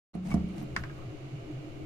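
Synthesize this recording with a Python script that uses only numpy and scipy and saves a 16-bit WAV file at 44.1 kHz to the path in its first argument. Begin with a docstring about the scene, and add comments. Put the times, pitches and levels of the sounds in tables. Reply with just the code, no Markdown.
"""In a small bathroom, a plastic fill valve is worked out of a cistern behind a tiled wall, close by.
It scrapes along the opening, ticks, bumps the hollow tank and creaks as it sticks and slips,
then clacks on the rim and bounces twice. The tiles ring briefly after each clack.
Underneath lies a low, steady rush with wavering hums, like that of a ventilation duct."""
import sys
import numpy as np
from scipy import signal
from scipy.fft import rfft, irfft
from scipy.io import wavfile
from scipy.ndimage import uniform_filter1d

SR = 44100
rng = np.random.default_rng(int(sys.argv[2]) if len(sys.argv) > 2 else 0)


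def wav_out(sig):
    """Save sig, one row per channel (or a flat mono array), as 16-bit PCM at SR to the path in sys.argv[1]."""
    wavfile.write(sys.argv[1], SR, np.round(np.clip(np.atleast_2d(sig).T, -1, 1) * 32767).astype(np.int16))


N = 81585
T = np.arange(N) / SR

# colour of the air bed: freq_hz, density_db
AIR_SPECTRUM = [(25, 4.5), (45, -18.5), (80, -0.5), (130, 1), (185, -5.5), (300, -3), (410, -7), (520, -9),
                (680, -6.5), (930, -17.5), (1200, -15.5), (1750, -22), (2500, -22.5), (3500, -24.5),
                (4200, -25), (5500, -31.5), (6800, -30.5), (8300, -40), (11000, -41.5), (15000, -52)]
# how alike the bed is in both ears: freq_hz, correlation
AIR_CORRELATION = [(60, -0.066), (150, 0.96), (320, 0.93), (600, 0.29), (1200, -0.26), (3000, -0.057),
                   (12000, -0.079)]
# lean of the rush: freq_hz, left_minus_right_db
AIR_PAN = [(60, 8.5), (130, -1.5), (380, -1.5), (700, -1), (1300, -3), (2400, -5), (4400, -2.5), (8000, -4),
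           (15000, 6.5)]
# fader ride on the whole bed: time_s, gain_db
AIR_RIDE = [(0.12, -17), (0.15, -1.5), (0.22, -4), (0.35, 1.5), (0.65, 1), (1.1, 1.5), (1.6, 1.5),
            (1.85, 0.5)]
# duct resonances: pitch_hz, half_width_hz, level_db, left_minus_right_db
DUCT_BANDS = [(352.5, 17, -58.5, 6), (408, 2.3, -60.5, -0.5), (501.6, 21, -65.5, 7), (550.6, 5, -65.5, -5),
              (677.7, 3.6, -68, 0), (2253, 250, -66, -6.5), (2854, 200, -66.5, -1.5)]
# swells of the deepest duct hum: time_s, level_db
HUM_ENVELOPE = [(0.55, -52), (0.654, -41.5), (0.694, -50), (0.738, -39), (0.778, -65), (0.802, -41),
                (1.026, -49.5), (1.08, -37.5), (1.11, -43.5), (1.15, -52), (1.276, -42.5), (1.306, -56),
                (1.34, -37), (1.39, -44), (1.49, -53.5), (1.55, -40.5), (1.605, -45), (1.646, -52),
                (1.85, -49)]
# irregular throb of a higher duct tone: time_s, level_db
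THROB_ENVELOPE = [(0.5, -50.5), (0.555, -45), (0.585, -49.5), (0.635, -42.5), (0.755, -52.5), (0.78, -52.5),
                  (1.0, -52), (1.1, -56), (1.15, -44.5), (1.19, -65), (1.225, -50.5), (1.26, -54),
                  (1.45, -56.5), (1.505, -42.5), (1.57, -58.5), (1.645, -43.5), (1.71, -52.5), (1.85, -44)]
# plastic sliding on the edge of the opening: time_s, level_db
SCRAPE_ENVELOPE = [(0.14, -64), (0.215, -75), (0.26, -49), (0.295, -50.5), (0.312, -44.5), (0.34, -49),
                   (0.38, -63), (0.46, -69), (0.54, -58.5), (0.59, -50.5), (0.63, -53.5), (0.66, -64),
                   (1.0, -70)]
# colour of the scrape: freq_hz, density_db
SCRAPE_SPECTRUM = [(250, -25), (700, 21), (1200, 1.5), (2300, 2.5), (3500, -3.5), (6000, -4.5), (9500, -8),
                   (14500, -19)]
# the tank groaning under the slide: time_s, level_db
GROAN_ENVELOPE = [(0.15, -58), (0.23, -45), (0.27, -34), (0.33, -41), (0.42, -60), (0.55, -42.5),
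                  (0.64, -40.5), (0.7, -69.5)]
# a last faint rub after the bounces: time_s, level_db
RUB_ENVELOPE = [(0.94, -67), (0.975, -57), (1.035, -57), (1.065, -70)]
# handling rumble: time_s, level_db
RUMBLE_ENVELOPE = [(0.14, -91), (0.3, -47), (0.36, -48), (0.45, -67), (0.74, -50), (0.8, -37),
                   (0.88, -51.5), (1.0, -49), (1.2, -63), (1.85, -51)]
# colour of the rumble: freq_hz, density_db
RUMBLE_SPECTRUM = [(15, -8), (28, 3.5), (48, -38), (70, 0), (90, -15.5), (200, -58)]
# ticks of loose parts: start_s, level_db, ring_hz, ring_over_tick_db
TICK_HITS = [(0.140, -58, 4200, 0), (0.1505, -56, 9500, -5), (0.3404, -35.5, 5500, -17),
             (0.4855, -59, 9700, -7), (0.6265, -54, 13000, -4)]
# colour of a tick: freq_hz, density_db
TICK_SPECTRUM = [(400, -4), (1100, 23.5), (2500, -10), (4000, 1), (6000, 2), (9500, 0.5), (15000, -21)]
# soft bumps on the tank: start_s, level_db, contact_ms
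BUMP_HITS = [(0.151, -32, 0.64), (0.3064, -33, 2.5), (0.3264, -22, 4.3), (0.3411, -19.5, 1.01),
             (0.3705, -28, 2.64), (0.413, -30, 4.8), (0.4412, -26, 4.31), (0.626, -41.5, 1.3),
             (0.7735, -31, 4.9), (0.804, -35, 4)]
# hollow body of the tank: pitch_hz, level_db, t60_s
TANK_MODES = [(128, -21, 0.16), (172.6, -21, 0.52), (213.2, 11, 0.073), (256.4, -4.5, 0.15),
              (285.7, -4, 0.13), (301, -31, 0.21), (406.6, -19.4, 0.24), (692, -3.5, 0.083),
              (733, -12, 0.15)]
# standing waves of the recess and the room: pitch_hz, level_db, t60_s
BOOM_MODES = [(74.35, -6, .33), (181.4, 3, 0.52), (210, -14.5, 0.91)]
# dull thud around each bump: freq_hz, density_db
THUD_SPECTRUM = [(30, -14), (100, -13), (220, 19), (400, -6), (700, 2), (1200, -3), (3000, -8),
                 (9000, -19.5)]
# slips on the edge, then a rattle after the big bump: start_s, level_db, contact_ms
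SLIP_HITS = [(0.3025, -48, .3), (0.3085, -41, .8), (0.3148, -38, .15), (0.3175, -43, .1),
             (0.3242, -45, .12), (0.3455, -37, .9), (0.3675, -39, .8), (0.376, -45, .8), (0.543, -46, 1.0)]
# ring of the plastic at each slip: pitch_hz, level_db, t60_s
CREAK_MODES = [(705, -4, .05), (910, -7, .04), (1110, -3, .035), (1320, -3, .025), (2070, -12, .04),
               (2235, 2, .06), (2740, -18, .03)]
# crushed grit: freq_hz, density_db
GRIT_SPECTRUM = [(300, -23), (700, -4), (1250, 12), (1750, -17), (2250, 1), (2800, 4), (6000, -26),
                 (14000, -29)]
# hard clacks on the rim: start_s, level_db, contact_ms, spot_pitch_hz, spot_ring_db, spot_t60_s
CLACK_HITS = [(0.7631, -26.3, .05, 1455, -19, .18), (0.8365, -35, .16, 1560, -12, .07),
              (0.8955, -42, .33, 1620, -2, .06)]
# quickly damped body of the valve: pitch_hz, level_db, t60_s
VALVE_MODES = [(1020, -3, .014), (1370, -4, .012), (1740, 1.5, .012), (2060, -6, .011), (2640, -10, .008),
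               (3800, -22, .006), (4430, -21, .006), (5560, -24, .006)]
# longer ring of the rim: pitch_hz, level_db, t60_s
RIM_MODES = [(915, -26, .22), (1254, -26, .22), (1495, -25, .12), (1782, -26, .09), (1997, -26, .14),
             (2137, -26, .1), (2676, -30, .12), (3709, -35, .1)]
# crack of the plastic, also heard off the tiles: freq_hz, density_db
CRACK_SPECTRUM = [(300, -30), (700, -13), (980, 1), (1700, 7), (2300, -2), (3100, -12), (5500, -10.5),
                  (8000, -20), (11000, -24), (15000, -41)]


def undb(db):
    """Decibels to gain."""
    return 10 ** (np.asarray(db) / 20)


def envelope(rows):
    """Gain over time from points of time_s, level_db."""
    return undb(np.interp(T, *np.array(rows).T))


def over_hz(rows):
    """Points of freq_hz, value, read at every frequency bin."""
    hz, value = np.array(rows).T
    return np.interp(np.log(np.fft.rfftfreq(N, 1 / SR) + 1), np.log(hz), value)


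def resonance(hz, half_width_hz):
    """Gain of a steep-sided resonance at every bin."""
    return 1 / (1 + ((np.fft.rfftfreq(N, 1 / SR) - hz) / half_width_hz) ** 2)


def noise(colour, correlation):
    """Stereo noise of rms 1, with a gain per bin and a correlation between the ears."""
    mid, side = rfft(rng.standard_normal((2, N)))
    c = np.clip(correlation, -1, 1)
    mid, side = mid * np.sqrt(1 + c), side * np.sqrt(1 - c)
    x = irfft(colour * np.array([mid + side, mid - side]), N)
    return x / x.std()


def wavering_tone(hz, half_width_hz, steadiness, correlation):
    """A narrow band of noise at rms 1; steadiness evens out its level."""
    band = noise(resonance(hz, half_width_hz), correlation)
    swell = np.abs(signal.hilbert(band)).mean(axis=0) + 0.34
    tone = band / swell ** steadiness
    return tone / tone.std()


def decay(t60_s):
    """An exponential tail, 60 dB down after t60_s."""
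    return np.exp(-np.log(1000) * T / t60_s)


def ring(modes, rise_s=.0001):
    """The dying modes of a struck object, with a softened attack."""
    partials = sum(undb(db) * decay(t60) * np.cos(2 * np.pi * hz * T) for hz, db, t60 in modes)
    return (1 - np.exp(-T / rise_s)) * partials


def near(x, lag_s=0.00012):
    """A close source a little to the left reaches the right ear later."""
    return np.array([x, np.interp(T - lag_s, T, x, left=0)])


def strike(hits, response):
    """Each hit pushes on the stereo response: the longer the contact, the duller."""
    force = np.zeros(N)
    for start_s, db, contact_ms in hits:
        peak_s = contact_ms / 4000  # a quarter of the way into the contact
        age = np.maximum(T - start_s, 0) / peak_s
        push = age * np.exp(-age)
        force += undb(db) * push / push.sum()
    return signal.fftconvolve(response, force[None], axes=1)[:, :N]


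def air():
    """The bed: a steady rush with duct resonances, a deep hum and a higher throb."""
    sides = np.array([[1], [-1]]) / 2
    correlation = over_hz(AIR_CORRELATION)
    colour = undb(over_hz(AIR_SPECTRUM) + sides * over_hz(AIR_PAN))
    rush = undb(-49) * noise(colour, correlation)
    duct = sum(undb(db + sides * pan_db) * noise(resonance(hz, half_width_hz), 0.87 * correlation)
               for hz, half_width_hz, db, pan_db in DUCT_BANDS)
    hum = wavering_tone(hz=133.2, half_width_hz=10, steadiness=1, correlation=1)
    throb = wavering_tone(hz=310.2, half_width_hz=15.4, steadiness=0.45, correlation=0.82)
    tones = hum * envelope(HUM_ENVELOPE) + throb * envelope(THROB_ENVELOPE)
    return (rush + duct + tones) * envelope(AIR_RIDE)


def sliding(grain_s=.002, grain_db=3):
    """Grainy friction of plastic on the edge: a scrape, the tank's groan and a last rub."""
    grain = uniform_filter1d(rng.standard_normal(N), int(grain_s * SR))
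    grip = undb(grain_db * grain / grain.std())
    grip /= np.sqrt(np.mean(grip ** 2))
    scrape = noise(undb(over_hz(SCRAPE_SPECTRUM)), 0.17)
    groan = wavering_tone(hz=185, half_width_hz=37, steadiness=0.99, correlation=0.98)
    rub = wavering_tone(hz=1245, half_width_hz=150, steadiness=.7, correlation=0.2)
    friction = scrape * envelope(SCRAPE_ENVELOPE) + rub * envelope(RUB_ENVELOPE)
    return grip * friction + groan * envelope(GROAN_ENVELOPE)


def handling():
    """Handling adds a low rumble as the valve comes free."""
    return noise(undb(over_hz(RUMBLE_SPECTRUM)), 0.93) * envelope(RUMBLE_ENVELOPE)


def ticks():
    """Loose parts snap, each with one short, bright ring."""
    out = np.zeros((2, N))
    for start_s, db, ring_hz, ring_db in TICK_HITS:
        snap = noise(undb(over_hz(TICK_SPECTRUM)), 0.09)
        ping = undb(ring_db) * noise(resonance(ring_hz, half_width_hz=.06 * ring_hz), 0.13)
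        burst = np.interp(T - start_s, T, decay(t60_s=0.039), left=0)
        out += undb(db) * (snap + ping) * burst
    return out


def tank_bumps():
    """Bumps knock the hollow tank; the recess booms after it, two close modes beating."""
    thud = undb(-7.5) * noise(undb(over_hz(THUD_SPECTRUM)), 0.13) * decay(t60_s=0.32)
    body = ring(TANK_MODES, rise_s=0.0033)
    boom = ring(BOOM_MODES, rise_s=0.017)
    return strike(BUMP_HITS, near(body + boom) + thud)


def creak():
    """The valve sticks and slips; each slip rings the plastic and crushes a little grit."""
    grit = undb(-7) * noise(undb(over_hz(GRIT_SPECTRUM)), 0.11) * decay(t60_s=.06)
    return strike(SLIP_HITS, near(ring(CREAK_MODES)) + grit)


def valve_clacks(chatter_s=.00175, chatter_db=4.5):
    """Each clack touches twice, ringing valve and rim; the recess and the tiles answer."""
    colour = undb(over_hz(CRACK_SPECTRUM))
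    low_cut = signal.butter(4, 850, "high", fs=SR, output="sos")  # the valve's ring carries nothing below 850 Hz
    body = signal.sosfilt(low_cut, ring(VALVE_MODES, rise_s=.0003) + ring(RIM_MODES, rise_s=.0003))
    pan = undb([[1], [-1]])  # slightly left
    recess_tail = undb(-12.5) * decay(t60_s=0.095)
    tile_tail = undb(-27) * decay(t60_s=.25)
    out = np.zeros((2, N))
    for start_s, db, contact_ms, spot_hz, spot_db, spot_t60_s in CLACK_HITS:
        first = (start_s, db, contact_ms)
        second = (start_s + chatter_s, db + chatter_db, contact_ms)
        for contact in first, second:
            crack = undb(1) * noise(colour, 0.1) * decay(t60_s=0.008)
            room = noise(colour, 0.14) * (recess_tail + tile_tail)
            out += strike([contact], pan * (near(body) + crack) + room)
        spot = ring([(spot_hz, spot_db, spot_t60_s)])  # each spot on the rim has its own pitch
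        out += strike([second], near(spot))
    return out


def scene():
    """The valve's noises over the air bed."""
    return air() + sliding() + handling() + ticks() + tank_bumps() + creak() + valve_clacks()


def record(dry, start_s=.133, fade_s=.012, top_hz=15450):
    """A quick fade-in after a moment of silence, and a steep cut of the top end."""
    fade_in = np.clip((T - start_s) / fade_s, 0, 1)
    high_cut = signal.ellip(8, .2, 70, top_hz, fs=SR, output="sos")
    return signal.sosfilt(high_cut, dry * fade_in)


dry = scene()
out = record(dry)
wav_out(out)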